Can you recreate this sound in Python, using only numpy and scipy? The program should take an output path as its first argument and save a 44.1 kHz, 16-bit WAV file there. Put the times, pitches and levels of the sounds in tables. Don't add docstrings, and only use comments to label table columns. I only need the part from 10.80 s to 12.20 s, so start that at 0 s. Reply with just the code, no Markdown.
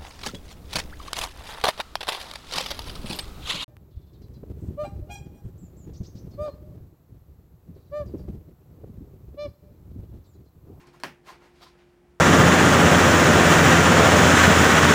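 import sys
import numpy as np
from scipy import signal
from scipy.fft import rfft, irfft, next_fast_len
from scipy.io import wavfile
from scipy.ndimage import map_coordinates

SR = 44100
rng = np.random.default_rng(int(sys.argv[2]) if len(sys.argv) > 2 else 0)


def master(y):
    cut = np.clip(np.atleast_2d(y).T, -1, 1)
    pcm = np.round(cut * 32767)
    wavfile.write(sys.argv[1], SR, pcm.astype(np.int16))


N = 61739

# f/Hz, relative level/dB
CLAW_EQ = [(70, -20), (170, -1.5), (350, -0.5), (720, 0.5), (950, 1.5), (1400, -0.5), (2300, -2),
           (3800, -10.5), (5000, -9.5), (6500, -14), (10000, -19), (16000, -22)]


def pop():
    # f/Hz, relative level/dB, t60/s
    sheet_modes = [(193.6, -18.5, 0.087), (340, -14.5, .015), (700, -12.5, 0.0098), (1005, -3, 0.025),
                   (1660, -8, 0.017), (2550, -13, 0.012), (3590, -15, 0.0052), (4370, -4.5, 0.0044),
                   (5030, -7.5, 0.0049), (8290, -11.5, 0.0032)]
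    # f/Hz, relative level/dB
    crack_eq = [(500, -14), (2000, -3.5), (5000, 3.5), (8700, -6.5), (11000, -19), (16000, -17)]
    # delay/s, relative level/dB
    reflections = [(.0046, -23), (.0073, -3.5), (.0108, -14), (0.0138, -13)]
    # f/Hz, relative level/dB, t60/s
    hood_modes = [(112, -25, .17), (151, 1.5, 0.15), (185.7, 3, 0.14), (240.8, 1.5, 0.17), (588, 2.5, 0.11),
                  (800, 6, 0.18), (872, -2.5, 0.31), (1374, 4, 0.2), (1593, -3.5, 0.33), (1798, 1, 0.21),
                  (2035, -6, 0.14), (2450, -9, .28), (2970, -7, 0.17)]
    # f/Hz, relative level/dB
    wash_eq = [(60, -37), (130, 0), (260, -3), (520, -4), (850, -2), (1200, -4), (1700, -3), (2800, -8.5),
               (3700, -17), (5600, -15.5), (7500, -24.5), (15000, -28.5)]
    start_s, level_db = 0.2356, -20
    snap = ring(sheet_modes) + amp(-4.5) * noise(crack_eq) * fade(t60=0.0051)
    echoes = dulled(sum(amp(db) * delayed(snap, s) for s, db in reflections), edge_hz=3430)
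    hood = amp(-27.5) * ring(hood_modes) * attack(rise_s=0.0033)
    wash = amp(-13) * room_decay(noise(wash_eq))
    return amp(level_db) * delayed(snap + echoes + hood + wash, start_s)


def ticks():
    # t/s, level/dB, tilt/(dB per octave), treble edge/Hz
    catches = [(0.0707, -43, 6.5, 6040), (0.1376, -51, 6.5, 8000), (0.2005, -44, 4.5, 11000),
               (0.461, -54, -6, 10000), (0.4694, -45, 1, 9000), (0.8108, -43, -4, 5000)]
    out = np.zeros(N)
    for s, db, tilt_db, edge_hz in catches:
        burst = noise(CLAW_EQ, tilt_db) * fade(t60=0.011)
        out += amp(db) * delayed(dulled(burst, edge_hz), s)
    return in_room(out, wet_db=0)


def scrapes():
    # peak t/s, rise/s, fall/s, level/dB, tilt/(dB per octave), hiss mix/dB, treble edge/Hz
    strokes = [(0.01, 0.056, 0.028, -56, -0.5, -23, 15100), (0.077, 0.022, .025, -56, -3, -11, 12400),
               (.146, 0.018, 0.043, -59, -0.5, -23, 15000), (0.209, 0.012, 0.015, -57, -2, -16, 15000),
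               (.495, 0.034, 0.032, -47.5, -0.5, -10, 14900), (0.53, 0.023, 0.028, -52, -1.5, -33, 6000),
               (.642, 0.04, 0.053, -55, -2, -18, 14000), (0.786, 0.058, 0.075, -63, -.5, -6, 12100),
               (0.835, 0.022, 0.015, -55, 0, 3.5, 15000), (.88, 0.017, 0.023, -59.5, 1.5, -6, 9900),
               (0.941, 0.028, 0.044, -64, -2.5, -24, 12000), (.995, 0.018, 0.043, -58.5, 3.5, -17, 3600),
               (1.089, 0.032, .06, -71, 0.5, -16, 6000), (1.308, 0.0085, 0.017, -72, 1, -28, 9000)]
    # f/Hz, relative level/dB
    hiss_eq = [(1500, -17), (2700, -7), (3300, -3), (4100, 0), (4700, -4), (5500, -7), (7200, -17),
               (11000, -22.5), (15000, -19.5)]
    t, out = clock(), np.zeros(N)
    for s, rise, fall, db, tilt_db, hiss_db, edge_hz in strokes:
        pressure = np.exp(-((t - s) / np.where(t < s, rise, fall)) ** 2)
        rubbing = coloured(grains(), CLAW_EQ, tilt_db)
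        hiss = amp(hiss_db) * coloured(grains(), hiss_eq)
        out += amp(db) * pressure * dulled(rubbing + hiss, edge_hz)
    return in_room(out, wet_db=-2)


def grains(per_s=6000, spread_db=3):
    slipping = rng.random(N) < per_s / SR
    size = amp(spread_db * rng.standard_normal(N))
    return slipping * size * rng.choice([-1, 1], N)


def zips():
    # middle t/s, length/s, top slip rate/Hz, level/dB
    drags = [(0.041, .012, 1150, -55.5), (0.143, .02, 1050, -55.5), (.489, .022, 1095, -44.5),
             (.501, .024, 1028, -47), (0.828, .026, 1218, -54), (.833, 0.013, 829, -52),
             (.858, .04, 1277, -59.5), (0.869, 0.01576, 1121, -55)]
    sag, jitter, overtone_db = 0.5, 0.0807, -11.5
    out = np.zeros(N)
    for s, length, top_hz, db in drags:
        travel = np.clip(2 * (clock() - s) / length, -1, 1)
        slip_hz = top_hz * (1 - sag * travel ** 2) * (1 + jitter * wobble(500))
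        phase = 2 * np.pi * np.cumsum(slip_hz) / SR
        slips = np.sin(phase) + amp(overtone_db) * np.sin(2 * phase)
        out += amp(db) * (1 - travel ** 2) * unit(slips)
    return in_room(out, wet_db=-3)


def thuds():
    # t/s, level/dB
    landings = [(.07, -53.5), (.16, -51.5), (0.474, -74)]
    # f/Hz, relative level/dB, t60/s
    floor_modes = [(140.6, -1, 0.25), (262, -5, 0.18)]
    return sum(amp(db) * delayed(ring(floor_modes) * attack(rise_s=0.003), s) for s, db in landings)


def appliance_hum():
    # f/Hz, rms level/dB
    partials = [(49.5, -72.5), (75, -73), (141, -71.5), (183, -71), (353.3, -62)]
    waver_db, waver_rad = 0.6, 0.3
    out = np.zeros(N)
    for hz, db in partials:
        gain = amp(db + waver_db * wobble(7.8))
        phase = 2 * np.pi * hz * clock() + waver_rad * wobble(10.7)
        out += gain * unit(np.sin(phase))
    return out


def room_tone():
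    # f/Hz, relative level/dB
    air_eq = [(20, -25), (45, -4.5), (65, 6.5), (100, -6), (150, -2.5), (250, -3), (400, -7.5), (510, -12),
              (750, -9.5), (1100, -16), (2000, -18.5), (4000, -29), (8000, -34), (16000, -38)]
    return amp(-62.5) * noise(air_eq)


def room_decay(x):
    # f/Hz, t60/s
    reverb_times = [(150, 0.39), (800, 0.18), (2500, 0.26), (6000, 0.22), (14000, 0.22)]
    centres, t60s = np.transpose(reverb_times)
    bands = [filtered(x, lambda hz: along(np.c_[centres, share], hz)) for share in np.eye(len(centres))]
    return sum(band * fade(t60) for band, t60 in zip(bands, t60s)) * attack(rise_s=0.0013)


def in_room(x, wet_db):
    tail = room_decay(rng.standard_normal(N))
    wet = signal.fftconvolve(x, tail / np.linalg.norm(tail))[:N]
    return (x + amp(wet_db) * wet) / np.hypot(1, amp(wet_db))


def amp(db):
    return 10 ** (np.asarray(db) / 20)


def unit(x):
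    return x / np.sqrt(np.mean(x ** 2) + 1e-20)


def clock():
    return np.arange(N) / SR


def along(points, hz):
    freqs, values = np.transpose(points)
    return np.interp(np.log(hz + 1), np.log(freqs + 1), values)


def filtered(x, response):
    size = next_fast_len(N + SR // 2)
    return irfft(rfft(x, size) * response(np.fft.rfftfreq(size, 1 / SR)), size)[:N]


def coloured(x, eq, tilt_db=0):
    return unit(filtered(x, lambda hz: amp(along(eq, hz) + tilt_db * np.log2(hz + 20))))


def dulled(x, edge_hz):
    return signal.sosfilt(signal.butter(2, edge_hz, fs=SR, output="sos"), x)


def noise(eq, tilt_db=0):
    return coloured(rng.standard_normal(N), eq, tilt_db)


def wobble(rate):
    return map_coordinates(rng.standard_normal(int(N * rate / SR) + 4), [clock() * rate])


def attack(rise_s):
    return 1 - np.exp(-clock() / rise_s)


def fade(t60):
    return np.exp(-np.log(1000) * clock() / t60)


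def delayed(x, s):
    return np.pad(x, (round(s * SR), 0))[:N]


def ring(modes):
    return sum((-1) ** k * amp(db + rng.normal(0, 1)) * fade(t60) * np.sin(2 * np.pi * hz * clock())
               for k, (hz, db, t60) in enumerate(modes))


def scene():
    return (pop() + ticks() + scrapes() + zips() + thuds() + appliance_hum() + room_tone())[None]


def record(dry):
    top_hz = 16000
    return np.array([filtered(x, lambda hz: hz < top_hz) for x in dry])


dry = scene()
out = record(dry)
master(out)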